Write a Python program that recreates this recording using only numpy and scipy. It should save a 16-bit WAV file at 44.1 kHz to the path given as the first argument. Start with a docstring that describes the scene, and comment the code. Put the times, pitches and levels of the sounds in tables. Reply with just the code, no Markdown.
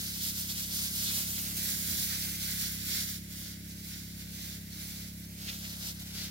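"""A spray gun's nozzle hisses, swelling with each pass; its jet rushes, slaps leaves and patters on netting.
A hose feeds it; it sweeps orchard trees a few metres from a phone, to the right, and ends nearly central.
Further off, the four-stroke single of the pump throbs over a low rumble, the case thuds and a bird chirps.
Water is droplet noise in bands, part direct and part scattered; the engine is a sum of firing-rate
harmonics; rumble and open air are filtered noise; thuds and chirps are enveloped sines."""
import sys
import numpy as np
from scipy import signal
from scipy.fft import rfft, irfft
from scipy.io import wavfile
from scipy.ndimage import uniform_filter1d, map_coordinates

SR = 44100
rng = np.random.default_rng(int(sys.argv[2]) if len(sys.argv) > 2 else 0)


def wrap_up_sound(samples):
    """Save the sound to the file named by the first command line argument, as 16-bit audio."""
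    columns = np.atleast_2d(samples).T
    # keep every value between -1 and 1, then stretch to whole-number steps
    tamed = np.clip(columns, -1, 1)
    steps = np.round(tamed * 32767).astype(np.int16)
    wavfile.write(sys.argv[1], SR, steps)


N = 277830
T = np.arange(N) / SR
FREQS = np.maximum(np.fft.rfftfreq(N, 1 / SR), 1)
EARS = np.array([[1], [-1]])  # left, right

# Bearing of the gun. Each row: time in seconds, mean lag of the left port in ms.
BEARING_POINTS = [(0, 0.22), (.85, 0.24), (1.3, 0.28), (1.75, 0.51), (3.8, 0.53), (5.1, 0.51), (5.7, 0.21),
                  (6.0, 0.16), (6.3, 0.067)]
# Spray before passes and band trims; it drops away when the gun turns aside.
# Each row: time in seconds, nozzle hiss in dB, rush on foliage in dB, low wash in dB.
JET_LEVELS = [(0.0, -43.0, -44.5, -55.5), (0.9, -42.5, -46.5, -56), (1.2, -40.5, -45, -52.5),
              (2.05, -38, -43, -53.5), (2.3, -40.5, -44.0, -51), (3.16, -44, -47, -56),
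              (3.2, -53.5, -58, -64.5), (4.05, -52.5, -54.5, -62.0), (5.3, -55, -59, -65),
              (5.55, -51.0, -50.5, -58.5), (5.97, -54.0, -56.0, -64.5), (6.3, -56, -54.5, -62.5)]


def undb(db):
    """Decibels to gain."""
    return 10 ** (np.asarray(db) / 20)


def curves(table):
    """Each column of a table, joined by straight lines in time."""
    times_s, *columns = np.transpose(table)
    return [np.interp(T, times_s, column) for column in columns]


def spectrum(points):
    """(Hz, value) points joined on a log-frequency axis."""
    hz, value = np.transpose(points)
    return np.interp(np.log(FREQS), np.log(hz), value)


def shape(x, gain):
    """Filter by a gain for every frequency."""
    return irfft(rfft(x) * gain, N)


def unit(x):
    """Scale so that the mean of the channels has standard deviation 1."""
    return x / np.std(np.atleast_2d(x).mean(axis=0))


def below(hz):
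    """Gain of a smooth, steep low-pass."""
    return 1 / (1 + (FREQS / hz) ** 8)


def walk(rate_hz):
    """Random levels drawn at rate_hz and smoothed twice; standard deviation 1."""
    hold = max(int(SR / rate_hz), 1)
    steps = np.repeat(rng.standard_normal(N // hold + 1), hold)
    smooth = uniform_filter1d(uniform_filter1d(steps, hold), hold)
    return unit(smooth[:N])


def swell():
    """Change of the hiss in dB: every pass of the jet is one smooth, flat-topped arch."""
    # The jet swings towards the phone (+) or away (-) and back.
    # Each row: start in seconds, length in seconds, swell of the hiss in dB.
    passes = [(0.201, 0.119, 3.3), (0.351, 0.086, 2.2), (0.484, 0.052, 3.3), (0.564, 0.089, 2.1),
              (0.705, 0.192, 4.2), (0.927, 0.318, 4.3), (1.478, 0.095, -2.0), (1.597, 0.15, 1.8),
              (1.853, 0.217, 2.2), (2.099, 0.072, 1.7), (2.297, 0.114, -1.8), (2.418, 0.121, 2.5),
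              (2.572, 0.12, 3.3), (2.724, 0.092, -1.7), (2.856, 0.202, 4.6), (3.284, 0.281, 4.8),
              (3.571, 0.076, -1.5), (3.827, 0.183, 3.6), (4.188, 0.044, 3.5), (4.312, 0.284, 5.3),
              (4.701, 0.414, 5.8), (5.362, 0.204, 3.8), (5.597, 0.217, 3.0), (5.792, 0.145, 7.4),
              (5.985, 0.053, 4.6), (6.048, 0.083, 3.7), (6.124, 0.18, 7.9)]
    flatness = 1.73  # wide mist cone levels off the top: near 0 = round arch, 3 = plateau
    total_db = 0
    for start_s, length_s, db in passes:
        along = np.clip((T - start_s) / length_s, 0, 1)
        total_db = total_db + db * np.tanh(flatness * np.sin(np.pi * along)) / np.tanh(flatness)
    return total_db


def droplets(spread_db, share):
    """Tiny impacts of uneven size, a power share of them sparse, merging into a hiss."""
    hits = rng.random(N) < 1 / 10
    sizes = undb(spread_db * np.minimum(rng.exponential(size=N), 5))
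    impacts = unit(hits * sizes * rng.standard_normal(N))
    return np.sqrt(share) * impacts + np.sqrt(1 - share) * rng.standard_normal(N)


def mist():
    """Droplet noise at both ports: one part comes straight and lags on the left, leaves scatter the rest."""
    # Spray arriving straight from the gun. Each row: frequency in Hz, share of power 0-1.
    direct_share = [(500, .35), (1050, .67), (2000, .68), (2850, .74), (3800, .4), (5000, .3), (9000, .24),
                    (15000, .2)]
    straight, left, right = (droplets(spread_db=1.0, share=0.32) for _ in range(3))
    lag_ms = curves(BEARING_POINTS)[0] + 0.027 * walk(6)
    late = map_coordinates(straight, [np.arange(N) - lag_ms * SR / 1000], order=3, mode="wrap")
    share = spectrum(direct_share)
    direct = shape(np.array([late, straight]), np.sqrt(share))
    scattered = shape(np.array([left, right]), np.sqrt(1 - share))
    return direct + scattered


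def spray():
    """Nozzle hiss, and rush and wash of the jet on trees; all follow passes and flutter as the jet breaks up."""
    # Spray colour, before each band is levelled. Each row: frequency in Hz, level in dB.
    spray_colour = [(250, -38), (600, -17), (950, -17), (1250, -13), (1550, -4.5), (1780, -8), (2060, -2.5),
                    (2450, -5), (3600, 0.5), (4800, 2.5), (6500, -1), (8300, -6), (12300, -3),
                    (16000, -4.5)]
    rush_follow, wash_follow = 1.43, 1.1  # dB per dB of hiss swell
    hiss_db, rush_db, wash_db = curves(JET_LEVELS)
    pass_db = swell()
    water = shape(mist(), undb(spectrum(spray_colour)))
    low, middle = below(2830), below(7050)
    flutter_db = 0.4 * walk(35) + 0.25 * walk(160)
    hiss_db = hiss_db + pass_db + 1.68 + 0.75 * walk(30)
    rush_db = rush_db + rush_follow * pass_db - 1.44 + 0.86 * walk(60)
    wash_db = wash_db + wash_follow * pass_db - 1.33 + 1.0 * walk(110)
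    hiss = unit(shape(water, 1 - middle)) * undb(hiss_db)
    rush = unit(shape(water, middle - low)) * undb(rush_db)
    wash = unit(shape(water, low)) * undb(wash_db)
    return (hiss + rush + wash) * undb(flutter_db)


def slaps():
    """Brief band-limited splashes as the jet crosses leaves close by."""
    # Each row: peak time in seconds, level in dB before port shading, Gaussian sigma in seconds,
    # centre frequency in Hz, Gaussian width (sigma) in octaves.
    leaf_slaps = [(1.083, -39.5, 0.019, 3870, 0.22), (1.184, -52, 0.012, 1500, 0.97),
                  (2.143, -53, 0.023, 1790, 0.51), (5.491, -40.5, 0.013, 3100, 0.79),
                  (5.652, -52, 0.014, 2400, 0.44)]
    water, out = mist(), 0
    for peak_s, db, sigma_s, hz, octaves in leaf_slaps:
        band = np.exp(-0.5 * (np.log2(FREQS / hz) / octaves) ** 2)
        envelope = np.exp(-0.5 * ((T - peak_s) / sigma_s) ** 2)
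        out = out + unit(shape(water, band)) * undb(db) * envelope
    return out


def netting():
    """The stretched net answers the water with a dull patter that follows the passes."""
    # Each row: time in seconds, level between passes in dB.
    net_levels = [(0, -74.5), (1.0, -70), (1.5, -63), (2.35, -68.5), (2.9, -80), (5.35, -74), (5.5, -67),
                  (6.3, -74.5)]
    net_follow = 0.96  # dB per dB of hiss swell
    patter = np.array([droplets(spread_db=-2.5, share=0.27) for _ in range(2)])
    body_db = spectrum([(150, -25), (400, -4), (650, 3), (1000, -6), (1600, -2), (4000, -50)])
    return unit(shape(patter, undb(body_db))) * undb(curves(net_levels)[0] + net_follow * swell())


def pump():
    """Each cycle an exhaust puff, then an intake gulp; trees scatter the upper notes differently to each ear."""
    # Engine speed before jitter. Each row: time in seconds, firings per second.
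    firing_rate = [(0, 33.92), (1.1, 34.02), (1.7, 33.88), (1.95, 33.5), (2.35, 33.85), (2.62, 33.35),
                   (3.0, 33.75), (3.35, 34.0), (3.6, 33.8), (4.05, 33.85), (4.3, 33.6), (4.5, 33.75),
                   (4.72, 33.52), (5.25, 34.1), (5.6, 33.92), (5.9, 33.47), (6.3, 33.6)]
    # Pump loudness before a fixed trim. Each row: time in seconds, level in dB.
    throb_levels = [(0, -43.4), (3.1, -42.5), (3.25, -44.5), (6.3, -43.5)]
    # Exhaust harmonics. Each row: multiple of the firing rate, mean relative level in dB.
    exhaust_notes = [(5, 2), (6, 1), (7, -10), (8, -13.5), (9, -12), (10, -25), (11, -37), (12, -29),
                     (13, -26.5), (18, -24.5)]
    # Intake harmonics. Each row: multiple of the firing rate, relative level in dB.
    intake_notes = [(1, -25), (2, -0.5), (3, 0.5), (4, -57)]
    cycles = np.cumsum(curves(firing_rate)[0] * (1 + 0.0022 * walk(29.93))) / SR
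    puff = 0
    for k, db in exhaust_notes:
        waver_db = 0.063 * k * walk(24.94)  # higher notes waver more
        puff = puff + undb(db + waver_db) * np.cos(2 * np.pi * k * cycles)
    intake_cycles = cycles - 0.3
    gulp = sum(-undb(db) * np.sin(2 * np.pi * k * intake_cycles) for k, db in intake_notes)
    unevenness_db = 0.35 * walk(30)
    note = unit(puff + gulp) * undb(unevenness_db)
    scatter_db = spectrum([(60, -41.0), (200, -19), (320, -18), (600, -5)])
    scattered = shape(np.roll(note, int(0.011 * SR)), undb(scatter_db))  # 11 ms late
    return (note + EARS * scattered) * undb(curves(throb_levels)[0] - 1.5)


def rumble():
    """Low, rough noise: a steady part from the machine, and a part that swells with the blast of the spray."""
    # Each row: frequency in Hz, relative level in dB.
    rumble_colour = [(15, -31), (30, -12), (48, -7.5), (90, -1.5), (140, -1), (230, -4), (320, -6.5),
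                     (450, -17.5), (700, -26), (1500, -35.5), (4000, -60)]
    blast_db = uniform_filter1d(curves(JET_LEVELS)[0] + swell(), SR // 4)
    gain = np.hypot(undb(-59.0), undb(blast_db - 16.5))
    colour = undb(spectrum(rumble_colour))
    middle, side = (unit(shape(rng.standard_normal(N), colour)) for _ in range(2))
    width = undb(-8.5)
    return (middle + width * EARS * side) * gain * undb(1.0 * walk(16))


def bumps():
    """Dull, short thuds of the phone's case: sines under Gaussian envelopes."""
    # Each row: peak time in seconds, level in dB, Gaussian sigma in seconds, frequency in Hz.
    case_thuds = [(1.905, -43, .011, 225), (1.922, -41, .02, 88)]
    out = 0
    for peak_s, db, sigma_s, hz in case_thuds:
        envelope = np.exp(-0.5 * ((T - peak_s) / sigma_s) ** 2)
        out = out + undb(db) * envelope * np.sin(2 * np.pi * hz * (T - peak_s))
    return out


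def bird():
    """Short falling whistles of a far bird: gliding sines under half-sine envelopes."""
    # Each row: start in seconds, length in seconds, start pitch in Hz, end pitch in Hz, peak level in dB.
    chirps = [(4.24, .04, 3850, 3450, -63), (4.703, .06, 4370, 4290, -53)]
    out = 0
    for start_s, length_s, start_hz, end_hz, db in chirps:
        along = np.clip((T - start_s) / length_s, 0, 1)
        hz = start_hz + (end_hz - start_hz) * along
        out = out + undb(db) * np.sin(np.pi * along) * np.sin(2 * np.pi * np.cumsum(hz) / SR)
    return out


def air():
    """Faint outdoor noise from all sides: independent filtered noise in each channel."""
    # Each row: frequency in Hz, relative level in dB.
    air_colour = [(20, 11), (80, 8), (250, 12.5), (600, -0.5), (950, -26), (2000, 7.5), (8000, -14),
                  (16000, -37)]
    noise = shape(rng.standard_normal((2, N)), undb(spectrum(air_colour)))
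    return unit(noise) * undb(-62.5 + 0.8 * walk(2.15))


def scene():
    """Spray and slaps to the right, the phone shading its left port; the other layers around them."""
    # The ports differ in colour. Each row: frequency in Hz, left minus right in dB.
    port_colour = [(500, 0.5), (2000, 2), (4500, -0.6), (7000, -0.5), (8500, 2), (11500, 0.1), (13500, -3),
                   (15500, -2)]
    shade_db_per_ms = 3.5
    pan_db = -shade_db_per_ms * curves(BEARING_POINTS)[0]
    water = shape(spray() + slaps(), undb(EARS * spectrum(port_colour) / 2))
    water = water * undb(EARS * pan_db / 2)
    return water + netting() + pump() + rumble() + bumps() + bird() + air()


def record(dry):
    """The phone cuts the top steeply: an elliptic low-pass."""
    top_hz = 15850
    sos = signal.ellip(12, 0.1, 75, top_hz, fs=SR, output="sos")
    return signal.sosfilt(sos, dry)


dry = scene()
out = record(dry)
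wrap_up_sound(out)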